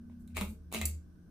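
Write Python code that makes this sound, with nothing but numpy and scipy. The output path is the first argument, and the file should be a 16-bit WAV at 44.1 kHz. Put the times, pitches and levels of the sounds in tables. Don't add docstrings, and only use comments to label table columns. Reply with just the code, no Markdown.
import sys
import numpy as np
from scipy import signal
from scipy.fft import rfft, irfft
from scipy.io import wavfile

SR = 44100
rng = np.random.default_rng(int(sys.argv[2]) if len(sys.argv) > 2 else 0)


def wav_record(signal):
    frames = np.transpose(np.atleast_2d(signal))
    bounded = np.clip(frames, -1, 1)
    quanta = np.round(bounded * 32767).astype(np.int16)
    wavfile.write(sys.argv[1], SR, quanta)


N = 57330
T = np.arange(N) / SR

# f/Hz, gain/dB
CHAIN_SPECTRUM = [(300, -32.5), (1600, -40.5), (2200, -17.5), (3700, -30), (4500, -3), (5200, -17),
                  (6300, -7.5), (8400, 1.5), (9200, -6), (10100, 3), (11500, -12), (12500, 2.5),
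                  (13800, 1.5), (16000, -9)]
PULL_S = 0.3
WAVER_RMS_HZ = 1.46


def amp(db):
    return 10 ** (np.asarray(db) / 20)


def unit(x):
    return x / np.sqrt(np.mean(x ** 2) + 1e-20)


def read(points, hz):
    f, value = np.transpose(points)
    return np.interp(np.log(hz + 1), np.log(f + 1), value)


def add(mix, start_s, sound):
    part = mix[:, max(round(start_s * SR), 0):][:, :sound.shape[1]]
    part += sound[:, :part.shape[1]]


def colour(x, db_of, size=4096):
    log_gain = np.log(amp(db_of(abs(np.fft.fftfreq(size, 1 / SR)))))
    response = np.exp(np.conj(signal.hilbert(log_gain)))
    taps = np.fft.ifft(response).real[:size // 2]
    return signal.fftconvolve(x, taps[None], axes=1)[:, :x.shape[1]]


def drift(top_hz=9):
    rates_hz = np.linspace(top_hz / 10, top_hz, 16)
    return unit(sum(np.sin(2 * np.pi * (hz * T + rng.random())) for hz in rates_hz))


def diffuse(size):
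    # f/Hz, correlation/1
    likeness = [(50, 1), (200, 0.5), (500, 0.85), (1200, 0.3), (3000, 0.07), (8000, 0.05), (16000, 0.08)]
    hz = np.fft.rfftfreq(size, 1 / SR)
    a, b = rfft(rng.standard_normal((2, size)))
    same = read(likeness, hz)
    mid, side = a * np.sqrt((1 + same) / 2), b * np.sqrt((1 - same) / 2)
    return hz, np.array([mid + side, mid - side])


def impact(t60_s, spike, correlation=0.9, size=3000):
    shared, left, right = rng.standard_normal((3, size))
    noise = np.sqrt(correlation) * shared + np.sqrt(1 - correlation) * np.array([left, right])
    hit = noise * amp(-60 * T[:size] / t60_s)
    hit[:, 0] += spike
    return hit / np.sqrt((hit ** 2).sum(1, keepdims=True))


def room(x, onset_s=0.00092):
    # f/Hz, t60/s
    decay = [(150, 0.76), (600, 0.22), (2500, 0.22), (6000, 0.28), (10000, 0.19), (15000, 0.17)]
    noise = irfft(diffuse(SR // 2)[1])
    hz, t, bands = signal.stft(noise, SR, nperseg=256)
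    tail = signal.istft(bands * amp(-60 * t / read(decay, hz)[:, None]), SR)[1]
    tail *= np.minimum(T[:tail.shape[1]] / onset_s, 1) ** 2
    return signal.fftconvolve(x, tail / np.linalg.norm(tail[0]), axes=1)[:, :N]


def air(level_db=-55.5, flutter_db=1.2, flutter_below_hz=1800):
    # f/Hz, relative density/dB
    density = [(20, -7.5), (50, 2), (90, -4.5), (135, -5.5), (200, -4.5), (300, -12.5), (480, -24.5),
               (650, -28), (900, -35), (1200, -29), (1350, -35.5), (1520, -23.5), (1900, -42),
               (4500, -43.5), (5900, -39.5), (7200, -50), (9700, -41), (11500, -56.5), (13300, -39.5),
               (16000, -65)]
    hz, spectra = diffuse(N)
    rush = unit(irfft(spectra * amp(read(density, hz)), N))
    low = signal.sosfilt(signal.butter(2, flutter_below_hz, fs=SR, output="sos"), rush)
    return amp(level_db) * (rush + low * (amp(flutter_db * drift()) - 1))


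def motor(change_s=0.32, waver_db=1.5):
    # f/Hz, level before/dB, level after/dB
    lines = [(174.2, -54, -55), (207, -52.5, -82.5), (238.4, -47, -84), (293.4, -71.5, -66),
             (340, -70.5, -69.5)]
    after = np.clip((T - PULL_S) / change_s, 0, 1)
    out = np.zeros(N)
    for hz, before_db, after_db in lines:
        level = amp(before_db) * (1 - after) + amp(after_db) * after
        waver = amp(waver_db * drift())
        cycles = np.cumsum(hz + WAVER_RMS_HZ * drift()) / SR + rng.random()
        out += level * waver * np.sin(2 * np.pi * cycles)
    return out


def drone(before_hz=85.1, after_hz=76.6, settled_s=0.38, gain_db=2.5):
    # t/s, relative level/dB
    envelope = [(0.0, -53.5), (0.056, -63), (0.108, -52), (0.246, -59.5), (0.31, -53), (0.358, -41.5),
                (0.506, -42.5), (0.542, -55), (0.702, -49.5), (0.734, -60), (0.85, -33), (0.992, -44),
                (1.024, -54), (1.114, -56), (1.146, -63), (1.216, -57.5), (1.3, -72)]
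    hz = np.interp(T, [PULL_S, settled_s], [before_hz, after_hz]) + WAVER_RMS_HZ * drift()
    level = amp(gain_db + np.interp(T, *np.transpose(envelope)))
    return level * unit(np.sin(2 * np.pi * np.cumsum(hz) / SR))


def booms():
    # start/s, rise/s, hold/s, f/Hz, glide/(Hz/s), level/dB, t60/s
    resonances = [(0.405, 0.012, 0.018, 199, 5, -29, 0.11), (0.44, 0.052, 0.038, 215.2, 0, -41, 0.063),
                  (0.37, 0.011, 0.022, 40, -2, -40.5, 0.74), (0.73, 0.022, 0.063, 226, -110, -36.5, 0.35)]
    out = np.zeros((2, N))
    for start_s, rise_s, hold_s, hz, glide_hz_per_s, db, t60_s in resonances:
        swell = np.sin(np.pi / 2 * np.minimum(T / rise_s, 1)) ** 2
        level = swell * amp(db - 60 * np.maximum(T - rise_s - hold_s, 0) / t60_s)
        tone = np.sin(2 * np.pi * np.cumsum(hz + glide_hz_per_s * T) / SR)
        add(out, start_s, np.tile(level * tone, (2, 1)))
    return out


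def beads(strokes, spectrum, hits_per_s=900, spread_db=3, t60_s=0.016):
    level = sum(amp(db) * np.interp(T, [start, peak, end], [0, 1, 0]) for start, peak, end, db in strokes)
    contacts = rng.random(N) < hits_per_s / SR
    hits = contacts * amp(spread_db * np.clip(rng.standard_normal(N), -2, 2))
    decay = amp(-60 * T[:SR // 20] / t60_s)
    power = abs(signal.fftconvolve(hits ** 2, decay ** 2)[:N])
    chatter = np.sqrt(power) * irfft(diffuse(N)[1], N)
    return level * unit(colour(chatter, lambda hz: read(spectrum, hz)))


def jingle():
    # start/s, peak/s, end/s, level/dB
    strokes = [(0.19, 0.205, 0.24, -71), (0.39, 0.425, 0.47, -49.5), (0.44, 0.49, 0.55, -59.5)]
    return beads(strokes, CHAIN_SPECTRUM)


def rasp():
    # start/s, peak/s, end/s, level/dB
    strokes = [(0.095, 0.12, 0.15, -75), (0.285, 0.312, 0.33, -69.5), (0.343, 0.38, 0.42, -42),
               (0.713, 0.747, 0.823, -40.5), (0.80, 0.827, 0.91, -51)]
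    # f/Hz, gain/dB
    spectrum = [(100, 8.5), (450, 0.5), (1200, -4.5), (1700, -2.5), (2550, 9.5), (3200, -1), (4100, 0),
                (5700, -9.5), (7000, -5), (10000, -4), (11600, -26.5), (13700, -9), (16000, -27.5)]
    return beads(strokes, spectrum)


def ticks():
    # t/s, level/dB
    taps = [(0.2753, -35.5), (0.7866, -18), (0.8544, -1), (0.857, 1.5), (0.8614, -7)]
    out = np.zeros((2, N))
    for start_s, db in taps:
        add(out, start_s, amp(db) * impact(t60_s=0.012, spike=1.2))
    return colour(out, lambda hz: read(CHAIN_SPECTRUM, hz))


def switch(knock_hz=1460, treble_hz=4570, struck_db=6, struck_width_hz=360, ring_t60_s=0.2):
    # t/s, level/dB, knock/dB, treble/dB, ring/dB, f of the struck part/Hz
    blows = [(0.098, -39, 15, -4, -13, 610), (0.2775, -30, -33, 6.5, -14.5, 6340),
             (0.3685, 1.5, 0.5, 0.5, 2, 2520), (0.3783, -3, 5, -2, -3.5, 2480),
             (0.4111, 1, 7.5, -1, -1.5, 2430), (0.419, -4.5, 2.5, -5.5, -7.5, 2480),
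             (0.7176, -28, 15.5, 13, -3, 2550), (0.7255, -13.5, 12.5, 12.5, -18, 2730),
             (0.7389, -6.5, 9.5, 7, -18, 2660), (0.7463, 4.5, 2.5, -2, -2, 2950),
             (0.7560, -8.5, 0, 4, -2, 2590), (0.8142, 6, -11.5, -1, -2.5, 2190),
             (0.8215, -6.5, -8.5, -12, 3.5, 2320)]
    # f/Hz, gain/dB
    spectrum = [(60, -17.5), (300, -8.5), (1100, -2.5), (1650, -12), (2100, -5), (2650, -8), (3150, -13),
                (3750, -3.5), (4700, -19), (5700, -17.5), (6800, -9), (8800, -12.5), (10300, -10),
                (11600, -23.5), (13300, -10), (16000, -18.5)]
    # f/Hz, relative level/dB
    modes = [(380, -56), (447, -50.5), (498, -59), (625, -54.5), (840, -57.5), (1235, -54), (2085, -64),
             (2200, -58), (2380, -56.5), (2500, -66.5), (2597, -54), (2718, -51.5), (2862, -65.5),
             (3772, -65.5)]
    out, t = np.zeros((2, N)), T[:SR // 2]
    for start_s, db, knock_db, treble_db, ring_db, struck_hz in blows:
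        def emphasis_db(hz):
            return (knock_db / (1 + (hz / knock_hz) ** 4)
                    + treble_db * (1 - 1 / (1 + (hz / treble_hz) ** 4))
                    + struck_db * np.exp(-((hz - struck_hz) / struck_width_hz) ** 2))
        click = colour(impact(t60_s=0.011, spike=1), lambda hz: read(spectrum, hz) + emphasis_db(hz))
        ring = sum(amp(mode_db + emphasis_db(hz) - 60 * t / ring_t60_s) * np.sin(2 * np.pi * hz * t)
                   for hz, mode_db in modes)
        add(out, start_s, amp(db) * click)
        add(out, start_s, amp(db + ring_db) * np.array([ring, ring]))
    return out


def off_centre(x):
    # f/Hz, left minus right/dB, right lag/rad (negative: right port leads)
    ports = [(500, -1.5, -0.36), (2410, 4, -0.7), (5000, -2, -0.29), (9450, -3, -1.83), (13500, 0.5, -1.24)]
    hz = np.fft.rfftfreq(N, 1 / SR)
    lean = amp(read([(f, db) for f, db, _ in ports], hz) / 2)
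    right_lag_rad = read([(f, rad) for f, _, rad in ports], hz)
    return irfft(rfft(x) * np.array([lean, np.exp(-1j * right_lag_rad) / lean]), N)


def scene(pull_send_db=-1.5, tick_send_db=-4.5):
    pull = switch() + rasp() + jingle()
    taps = ticks()
    reverb = room(amp(pull_send_db) * pull + amp(tick_send_db) * taps)
    return off_centre(pull + taps) + reverb + booms() + drone() + motor() + air()


def record(dry, edge_hz=16400):
    # f/Hz, gain/dB
    response = [(15000, -2.5), (15700, -18), (16500, -21)]
    heard = colour(dry, lambda hz: read(response, hz))
    lowpass = signal.firwin(255, edge_hz, window=("kaiser", 9), fs=SR)
    return signal.oaconvolve(heard, lowpass[None], "same")


dry = scene()
out = record(dry)
wav_record(out)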